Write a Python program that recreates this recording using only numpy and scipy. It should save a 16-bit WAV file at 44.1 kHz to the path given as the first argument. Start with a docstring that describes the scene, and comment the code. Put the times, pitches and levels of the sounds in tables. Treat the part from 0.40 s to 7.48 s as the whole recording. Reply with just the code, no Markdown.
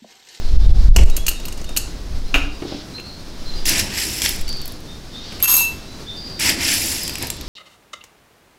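"""Wind buffets the microphone at an open-air counter, pushing the limiter, and far birds whistle throughout.
A wire clasp is undone and knocks a glass jar, which rings. The glass lid is lifted off and set down
on the wooden counter. A plastic scoop digs into coffee beans, which crunch and click in many tiny
collisions. The beans slide down the scoop and rattle into a glass tumbler, making it ring.
Then the scoop digs again."""
import sys
import numpy as np
from scipy import signal
from scipy.fft import rfft, irfft
from scipy.io import wavfile
from scipy.ndimage import uniform_filter1d, minimum_filter1d

SR = 44100
rng = np.random.default_rng(int(sys.argv[2]) if len(sys.argv) > 2 else 0)


def dump_mix(stems):
    """Bounce the given channels to the path in sys.argv[1] as a 16-bit WAV at rate SR."""
    frames = np.atleast_2d(stems).T  # one column per channel
    limited = np.clip(frames, -1, 1)  # hard clip at full scale
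    pcm = np.round(limited * 32767).astype(np.int16)
    wavfile.write(sys.argv[1], SR, pcm)


N = 312228
T = np.arange(N) / SR
HIGHEST_HZ = 15850

# tone colour of beans hitting each other: pitch_hz, level_db
CRUNCH_COLOUR = [(530, -37), (900, -10), (1030, -23), (1190, -14.5), (1350, -12.5), (1830, 0), (2290, 0),
                 (3790, 0), (5240, 5.5), (6430, 2), (7790, 3), (8470, -1.5), (10500, 1), (12400, 0),
                 (15800, -12)]
# ringing tones of the jar: pitch_hz, level_db, ring_s (time to fade by 60 dB)
JAR_TONES = [(333, -11, 0.044), (630, -9, 0.047), (2160, -17.5, 0.22), (2820, 0.5, 0.06), (2900, -5, 0.14),
             (3830, -18, 0.043), (4390, -2, 0.065), (4440, -9.5, 0.055), (5750, -5.5, 0.019),
             (6580, -1, 0.0127), (7400, -5, 0.013), (8600, -6.5, 0.0147), (9800, -12.5, .015),
             (10900, -10, 0.014), (13900, -8, 0.02), (14140, -19, .03)]
# ringing tones of the tumbler: pitch_hz, level_db, ring_s
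TUMBLER_TONES = [(960, -11, .05), (2669, 0, .16), (3800, -14, .1), (6546, 0, .14), (11100, -1, .015),
                 (12443, 3, .12), (12476, 5, .14), (14112, -4, .08)]


def scoop_digs(mix):
    """Beans crunch in the jar while the push of the scoop shakes the counter."""
    # one list for each dig: time_s, level_db, tilt_db_per_octave (higher is brighter), push_db
    digs = [
        [(3.252, -32, 2, -36), (3.264, -18.5, 0, -33), (3.304, -17, -3, -27), (3.35, -23.5, -4, -30.5),
         (3.396, -17, -3.5, -28.5), (3.428, -31, -3, -28), (3.492, -35, -7, -37), (3.6, -21, -2.5, -37.5),
         (3.68, -28, -0.5, -37), (3.806, -28, -.6, -37.5), (3.85, -20, -2.1, -33.5), (4.03, -43.5, -3, -48)],
        [(5.991, -30, -6, -37), (6.007, -21, -4.5, -35.5), (6.097, -15.5, -3, -25), (6.163, -36, -6.5, -34.5),
         (6.22, -21.5, -5, -31.5), (6.325, -17.5, -1.5, -34), (6.39, -23, 0.3, -33), (6.52, -23.5, 0, -37),
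         (6.78, -41, -3, -42.5), (6.835, -29, -7, -28.5), (6.89, -42, -1, -42)],
    ]
    # low rumble of the counter: pitch_hz, level_db
    push_colour = [(35, -45), (55, -35), (72, 5.5), (97, -6), (246, -8.5), (328, -3.5), (400, -14.5),
                   (1000, -17.5), (1300, -38)]
    echo_samples = 17  # time for sound to cross the jar
    for rows in digs:
        start_s, (level_db, tilt_db, push_db) = curves(rows)
        crunch = collisions(CRUNCH_COLOUR, tilt_db, per_s=14000, spread_db=-3, ring_s=.002, clump_db=1.14)
        # echoes between the walls ring on evenly spaced pitches
        crunch = signal.lfilter([1], np.r_[1, np.zeros(echo_samples - 1), -.2], gain_of(level_db) * crunch)
        push = gain_of(push_db) * noise(push_colour, len(push_db))
        add(mix, start_s, (crunch + push) * signal.windows.tukey(len(push), .005))


def bean_clicks(mix):
    """Single beans click in the jar: a snap, a brief ring and a dull knock on the glass wall."""
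    # one bean a row: start_s, level_db, pitch_hz, tilt_db_per_octave
    clicks = [(3.256, -8.5, 6330, -4), (3.293, 1, 6300, 18), (3.352, -21, 6020, -7), (3.3953, -6, 6740, 10),
              (3.819, -4, 5800, -2), (3.8508, -3.5, 7200, 7), (3.8607, -2, 5900, -3.5),
              (3.8916, -2.5, 10200, 8), (3.961, -19, 9260, 17), (4.012, -16, 7850, 11),
              (4.08, -17, 5500, -1), (4.0907, -15, 5900, 2), (4.128, -20, 6000, -1), (4.17, -25, 5800, 6),
              (4.2158, -19.5, 5640, 6), (4.2565, -14.5, 14200, 14), (4.2783, -15, 12200, 10.1),
              (4.321, -22.5, 10200, 13), (4.4044, -29, 5530, 8), (5.9974, -8, 10500, 8),
              (6.5929, -20.1, 7640, 12), (6.633, -9, 7700, 15), (6.678, -7.5, 7600, 1.5),
              (6.695, -12, 12300, -2.1), (6.7386, -20.1, 13100, 7), (6.755, -10, 7760, -1.5),
              (6.7838, -15, 12600, 8), (6.8253, -8, 9900, 3), (6.8705, -13, 13000, 3),
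              (6.902, -4, 7650, 3.5), (6.9665, -26, 5530, 10.1), (7.011, -17.5, 12700, -1)]
    t = np.arange(1500) / SR
    for start_s, level_db, pitch_hz, tilt_db in clicks:
        colour = [(hz, db + tilt_db * np.log2(hz / 5000)) for hz, db in CRUNCH_COLOUR]
        snap = noise(colour, len(t)) * fade(t, .018) * (1 - np.exp(-t / .0004)) / 1.8
        ring = sine(pitch_hz, t) * fade(t, .008)
        wall = sum(gain_of(db) * sine(hz * rng.uniform(.783, 1.3), t) * fade(t, .014)
                   for hz, db, _ in JAR_TONES if 2000 < hz < 3500)
        wall *= gain_of(-13 - tilt_db)  # duller clicks have more knock
        add(mix, start_s, gain_of(level_db) * (.63 * snap + .37 * ring + wall))


def bean_pour(mix):
    """Falling beans rattle on one another, and their taps keep the tumbler ringing."""
    # the stream of beans: time_s, rattle_db, low_ring_db
    stream = [(5.026, -24.5, -39), (5.047, -21, -25), (5.072, -42, -38), (5.08, -17.5, -28),
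              (5.12, -19.5, -30.5), (5.19, -18.5, -24), (5.265, -32.5, -25), (5.32, -49, -40),
              (5.36, -53, -63), (5.42, -63, -69)]
    # tone colour of the rattle: pitch_hz, level_db
    rattle_colour = [(700, -30), (960, -12.5), (2000, -23), (4000, -10.5), (8700, -8.5), (11000, -5),
                     (12800, 0.5), (15800, -12)]
    start_s, (rattle_db, low_ring_db) = curves(stream)
    t = np.arange(SR // 2) / SR
    elapsed_s = np.arange(len(rattle_db)) / SR
    taps_per_s, tapping_s = 130, .2
    tilt_db = -4.5 + 21.5 * elapsed_s  # the rattle gets brighter
    high_ring_db = rattle_db - 4 - 25 * elapsed_s
    out = collisions(rattle_colour, tilt_db, per_s=12000, spread_db=1.5, ring_s=.0016, clump_db=1.2)
    out *= gain_of(rattle_db)
    for hz, db, ring_s in TUMBLER_TONES:
        taps = rng.standard_normal(len(out)) * (rng.random(len(out)) < taps_per_s / SR)
        taps *= elapsed_s < tapping_s
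        taps[0] = 1  # the first bean
        ring = signal.oaconvolve(taps, sine(hz, t) * fade(t, ring_s))[:len(out)]
        if hz < 2000:  # the hollow of the glass sounds only along with the rattle
            out += gain_of(db + rattle_db - 12) * unit_level(ring)
        else:  # even out the taps, so the stream sets the loudness
            ring /= np.sqrt(abs(uniform_filter1d(ring ** 2, size=600)) + 1e-7)
            out += gain_of(db + (low_ring_db if hz < 3000 else high_ring_db)) * ring
    add(mix, start_s, out)


def tumbler_clinks(mix):
    """Single beans hit the tumbler and make it ring."""
    # one bean a row: start_s, level_db, tilt_db_per_octave, low_boost_db
    clinks = [(5.026, 3.5, 21, 6), (5.0429, -2, 6, 3), (5.0564, -9, -2, 3), (5.0759, -15.5, 6, -5),
              (5.0914, -13, 7, -5), (5.115, 1.1, 3, -8), (5.1294, -15, 6, .1), (5.14, 8, .1, -16),
              (5.1523, 7, 2, -33), (5.1662, 5, -2, -16)]
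    strike(mix, clinks, TUMBLER_TONES, ring_scale=.45, crack=.5, crack_per_db=-.005, crack_s=.014,
           scatter_db=4)


def clasp_knocks(mix):
    """The wire clasp and the lid knock against the glass jar."""
    # one knock a row: start_s, level_db, tilt_db_per_octave, low_boost_db
    knocks = [(.5625, 4.5, -3, -3.5), (.5914, -10, -8.5, -3), (.658, -16, -2.8, -1), (.6983, -19.5, 1, 4),
              (.7654, -5, 6.5, 5), (.7767, -18.5, -4, 7), (.8652, -4.5, 4.5, 6), (.882, 1, 7.5, 17),
              (.8884, -3.5, 12.5, -1), (.9124, -17, -2, 5), (.9986, -22, -4.5, -4), (1.053, -14, 9, 13.5),
              (1.082, -16.5, -1, 1), (1.1234, -22, -2, -1), (1.175, -23, -3, -3), (1.2139, -24, -6, -5),
              (1.2421, -22, -2.1, 1), (1.2907, -21, -5.2, -6), (1.3643, -5, 5.5, 10.5), (1.3716, 2, 3.5, 3)]
    strike(mix, knocks, JAR_TONES, ring_scale=.5, crack=.6, crack_per_db=-.006, crack_s=.035)


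def counter_knocks(mix):
    """The lid and the scoop knock on the wooden counter."""
    # one knock a row: start_s, level_db, tilt_db_per_octave
    knocks = [(1.9423, 8.5, 1.7), (1.9495, 1, -1.5), (1.9555, -13, 9), (1.974, -14, 13), (2.222, -12, -9.5),
              (2.236, -22.5, -9.5), (2.25, -17, -18), (2.322, -12, -12), (2.345, -19, -10),
              (2.583, -20.5, -2.5), (2.598, -21, 12)]
    # ringing tones of a knock on the counter: pitch_hz, level_db, ring_s
    tones = [(300, -5, 0.13), (364, 1.5, 0.049), (754, -0.5, 0.081), (1100, -5.5, 0.063), (1506, -1, 0.096),
             (1910, -2, 0.06), (2150, 1.5, 0.024), (2750, 6, 0.092), (2685, 16.5, 0.029), (3050, -4, 0.045),
             (5640, -19, 0.0094), (6400, -14.5, 0.01), (8000, -28, .012)]
    strike(mix, knocks, tones, ring_scale=.75, crack=.45, crack_per_db=.004, crack_s=.06)


def sliding(mix):
    """Many tiny slips blend into a scrape."""
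    # the wire off its catch, then beans down the scoop: time_s, level_db, tilt_db_per_octave
    slides = [
        [(.565, -26, -5), (.6, -31, 3), (.636, -25, 6.5), (.642, -50, -11)],
        [(4.92, -48, 2), (4.935, -30, 11.5), (4.96, -61, -6), (4.99, -46, 11), (5.026, -25.5, 6)],
    ]
    # tone colour of the scrape: pitch_hz, level_db
    colour = [(150, -40), (300, -4), (700, 0), (1500, -5.5), (2750, 9), (4000, -18), (8000, -15),
              (9500, -20), (15800, -35)]
    for rows in slides:
        start_s, (level_db, tilt_db) = curves(rows)
        slips = collisions(colour, tilt_db, per_s=21000, spread_db=3.5, ring_s=.00039, clump_db=-9.5)
        add(mix, start_s, gain_of(level_db) * slips)


def wind():
    """Wind shakes the microphone with a slow rumble, a faster flutter and a few hard gusts."""
    # strength of the wind: time_s, rumble_db, flutter_db
    strength = [(0.0, -22, -30), (0.08, -7, -29), (0.14, -11.5, -13), (0.63, -7.5, -7), (0.71, -6.5, -28),
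                (0.77, -17, -25), (0.89, -18.5, -28.5), (0.95, -26, -37.5), (1.32, -23, -32),
                (1.67, -38, -29.5), (1.75, -19, -23.5), (1.93, -19.5, -48), (1.97, -11.5, -21.5),
                (2.21, -36.5, -40), (2.58, -48, -49), (3.23, -16, -38), (3.75, -56, -38.5),
                (4.02, -17.5, -31), (4.06, -19.5, -36), (4.45, -37, -44), (6.96, -43.5, -43.5),
                (7.08, -45, -30)]
    # tone colours of the rumble and the flutter: pitch_hz, level_db
    rumble_colour = [(4, -32), (8, 7), (15, 6), (26, -3.5), (34, -37.5), (60, -86), (400, -150)]
    flutter_colour = [(20, -73), (35, -3), (50, -6), (70, -17), (185, -38), (400, -50.5), (800, -54),
                      (4000, -150)]
    # gusts strong enough to overload: start_s, peak_db
    gusts = [(.166, 10.5), (.264, 11), (.315, 12), (.485, 15), (.509, 17), (.525, 1), (.642, 10.5)]
    time_s, rumble_db, flutter_db = np.transpose(strength)
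    out = np.zeros(N)
    for db, colour in ((rumble_db, rumble_colour), (flutter_db, flutter_colour)):
        out += gain_of(np.interp(T, time_s, db)) * steady_level(noise(colour), samples=3500)
    bump = np.hanning(round(.0214 * SR))
    for k, (start_s, peak_db) in enumerate(gusts):
        add(out, start_s, (-1) ** k * gain_of(peak_db) * bump)  # push and pull in turn
    return out


def bird_whistles():
    """Each far call is a nearly pure tone that slides up to its pitch, trembles and dies away."""
    # one call a row: start_s, length_s, pitch_hz, glide_hz, level_db, tremble (share of the pitch)
    calls = [(.04, 0.12, 4190, -50, -46, 0.014), (.21, 0.058, 3680, 13, -40, 0.014),
             (0.39, 0.097, 4630, 1, -46, 0.011), (.7, 0.089, 3920, 5, -38.5, .01),
             (.77, 0.16, 3370, 8, -40.5, .006), (.94, 0.237, 3730, 77, -45, 0.0102),
             (1.25, 0.16, 3700, 0, -43, 0.0087), (1.85, 0.15, 4200, -58, -46, 0.011),
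             (2.06, 0.3, 3767, -40, -51.5, .008), (2.1, 0.17, 4802, 2, -48, 0.0087),
             (2.535, 0.09, 4130, 67, -31, 0.017), (2.63, 0.21, 4300, 6, -39.5, 0.028),
             (3.055, 0.11, 4192, -120, -32.5, 0.012), (3.145, 0.11, 4830, -30, -34.5, 0.017),
             (4.065, 0.2, 4760, -400, -29, 0.028), (4.475, 0.11, 3666, -12, -37.5, 0.0078),
             (4.725, 0.13, 3600, 152, -36, 0.021), (4.83, 0.34, 4580, -33, -44, 0.022),
             (5.14, 0.18, 4120, -150, -33, 0.025), (5.46, 0.17, 4000, -1, -46.5, 0.0067),
             (5.66, 0.15, 3550, 117, -32.5, 0.017), (5.75, 0.55, 4780, -100, -36, 0.0234),
             (5.95, .05, 3746, 5, -41, .01), (6.6, 0.23, 4950, 10, -31, .055),
             (6.78, .17, 4053, 4, -41, 0.0047)]
    rise_s, fall_db = .032, 16.5
    out = np.zeros(N)
    for start_s, length_s, pitch_hz, glide_hz, level_db, tremble in calls:
        t = np.arange(0, length_s, 1 / SR)
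        bend = 1 - .0296 * np.exp(-t / .0199) + tremble * wander(len(t), samples=60)
        cycles = np.cumsum((pitch_hz + glide_hz * t / length_s) * bend) / SR
        loudness = np.minimum(t / rise_s, 1) * gain_of(level_db - fall_db * t / length_s)
        loudness *= signal.windows.tukey(len(t), .1)
        add(out, start_s, loudness * np.sqrt(2) * np.sin(2 * np.pi * cycles))
    return out


def outdoor_air():
    """Steady air that wavers a little, and a far, high rustle."""
    # tone colour of the air: pitch_hz, level_db
    air_colour = [(35, -73), (60, -7), (118, -11), (232, -11.5), (388, -16), (425, -18.5), (489, -20),
                  (919, -25.5), (3020, -31.5), (3640, -29.5), (3900, -26.5), (5280, -27.5), (7490, -37),
                  (15800, -47.5)]
    # strength of the rustle: time_s, level_db
    rustle_levels = [(0, -44), (.3, -44), (1.6, -68), (1.85, -50), (2.24, -50), (2.28, -37), (2.42, -40),
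                     (2.5, -61), (3.2, -41), (4.3, -42), (4.5, -67), (4.85, -37.5), (5.5, -50), (6.6, -40),
                     (7.08, -41)]
    air = gain_of(-37 + 1.25 * wander(N, samples=2000)) * noise(air_colour)
    rustle = noise([(2500, -14), (3500, -6), (5200, -6.5), (6500, -19), (8000, -25), (10000, -91)])
    return air + gain_of(np.interp(T, *np.transpose(rustle_levels))) * rustle


def echoes(sound):
    """Many small reflections blur into a tail in which each pitch fades at its own speed."""
    # length of the tail: pitch_hz, ring_s
    ring_times = [(300, 0.84), (2000, 0.4), (6000, 0.42), (10000, 0.32), (15000, 0.091)]
    taps = np.zeros(SR // 2)
    slots = np.arange(260, len(taps) - 20, 20)
    taps[slots + rng.integers(0, 20, len(slots))] = rng.choice([-1., 1.], len(slots))
    hz, t, bands = signal.stft(taps, SR, nperseg=256)
    tail = signal.istft(bands * fade(t, at_pitch(ring_times, hz)[:, None]), SR, nperseg=256)[1]
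    return signal.oaconvolve(sound, tail / np.linalg.norm(tail))[:N]


def strike(mix, hits, tones, ring_scale, crack, crack_per_db, crack_s, scatter_db=2.5):
    """Each hit rings an object's tones under a burst of noise; crack is the noise's share at 0 dB."""
    hz, tone_db, ring_s = np.transpose(tones)[:, :, None]
    t = np.arange(SR // 3) / SR
    for start_s, level_db, tilt_db, *low_boost_db in hits:
        # where the hit lands decides how strongly each tone rings
        spot_db = tone_db + tilt_db * np.log2(hz / 2700) + sum(low_boost_db) * (hz < 4600)
        strengths = gain_of(spot_db + scatter_db * rng.standard_normal(hz.shape))
        rings = strengths * fade(t, ring_s * ring_scale) * sine(hz, t)
        rough_contact = np.r_[1, .12 * rng.standard_normal(399)] * fade(t[:400], .013)
        ring = signal.oaconvolve(rings.sum(0), rough_contact)[:len(t)]
        weak_bass = [hz[0, 0] / 2, spot_db[0, 0] - 12]  # small things give off little bass
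        colour = np.vstack([weak_bass, np.hstack([hz, spot_db])])
        snap = noise(colour, len(t)) * fade(t, crack_s) * (1 - np.exp(-t / .0012))
        share = np.clip(crack + crack_per_db * level_db, 0, 1)
        hit = (1 - share) * ring / abs(ring).max() + share * snap / abs(snap).max()
        add(mix, start_s, gain_of(level_db) * hit)


def collisions(colour, tilt_db, per_s, spread_db, ring_s, clump_db, pitches=56):
    """Many tiny hits of random strength, each a few dying cycles at its own pitch."""
    size = len(tilt_db)
    out = np.zeros(size)
    clumps = gain_of(clump_db * wander(size, samples=200))  # beans give way in bunches
    t = np.arange(600) / SR
    for hz in np.geomspace(colour[1][0], HIGHEST_HZ, pitches):
        ping = sine(hz, t) * (1 - np.exp(-t * hz)) * np.exp(-t / (ring_s * np.sqrt(5000 / hz)))
        strengths = gain_of(spread_db * np.minimum(rng.exponential(1, size), 4))
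        hits = strengths * (rng.random(size) < per_s / pitches / SR)
        gain = gain_of(at_pitch(colour, hz) + tilt_db * np.log2(hz / 5000)) * np.sqrt(hz)
        out += signal.oaconvolve(hits * gain * clumps, ping / np.linalg.norm(ping))[:size]
    return steady_level(out, samples=2500)


def gain_of(db):
    """Turns decibels into a multiplier."""
    return 10 ** (np.asarray(db) / 20)


def sine(hz, t):
    """A pure tone."""
    return np.sin(2 * np.pi * hz * t)


def fade(t, ring_s):
    """Falls by 60 dB in ring_s seconds."""
    return gain_of(-60 * t / ring_s)


def unit_level(x):
    """Scales to an average (rms) level of 1."""
    return x / np.sqrt(np.mean(x ** 2) + 1e-20)


def steady_level(x, samples):
    """Holds the level near 1 over each stretch of samples."""
    return x / np.sqrt(uniform_filter1d(x ** 2, samples) + 1e-20)


def at_pitch(points, hz):
    """Looks up a value between listed pitches."""
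    pitches, values = np.transpose(points)
    return np.interp(np.log(hz + 1), np.log(pitches + 1), values)


def noise(colour, size=N):
    """Noise of level 1, shaped by rows of pitch_hz, level_db."""
    gains = gain_of(at_pitch(colour, np.fft.rfftfreq(size, 1 / SR)))
    return unit_level(irfft(rfft(rng.standard_normal(size)) * gains, size))


def wander(size, samples):
    """A smooth random drift of level 1."""
    return unit_level(uniform_filter1d(uniform_filter1d(rng.standard_normal(size), samples), samples))


def curves(rows):
    """Gives the start time and a curve through each later column."""
    time_s, *columns = np.transpose(rows)
    t = np.arange(time_s[0], time_s[-1], 1 / SR)
    return time_s[0], [np.interp(t, time_s, column) for column in columns]


def add(mix, start_s, sound):
    """Mixes a sound in at start_s."""
    part = mix[round(start_s * SR):][:len(sound)]
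    part += sound[:len(part)]


def scene():
    """Near sounds with some echo, far birds with more, then air and wind."""
    near = np.zeros(N)
    for source in (clasp_knocks, counter_knocks, tumbler_clinks, bean_clicks, scoop_digs, sliding,
                   bean_pour):
        source(near)
    birds = bird_whistles()
    mix = near + gain_of(-10) * echoes(near)
    mix += gain_of(3.5) * birds + gain_of(-4.5) * echoes(birds)
    return (mix + outdoor_air() + wind())[None]


def record(dry):
    """A limiter turns the level down just ahead of too-loud peaks; the highest treble is cut off."""
    excess_db = np.maximum(20 * np.log10(abs(dry[0]) + 1e-9), 0)
    recovery_db = 400 * T  # the level comes back at 400 dB a second
    dip_db = np.maximum.accumulate(excess_db + recovery_db) - recovery_db
    dip_db = uniform_filter1d(-minimum_filter1d(-dip_db, size=201), size=201)  # look ahead and smooth
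    treble_cut = signal.firwin(511, HIGHEST_HZ, window=("kaiser", 9), fs=SR)
    return np.clip(signal.oaconvolve(dry / gain_of(dip_db), treble_cut[None], "same"), -1, 1)


dry = scene()
out = record(dry)
dump_mix(out)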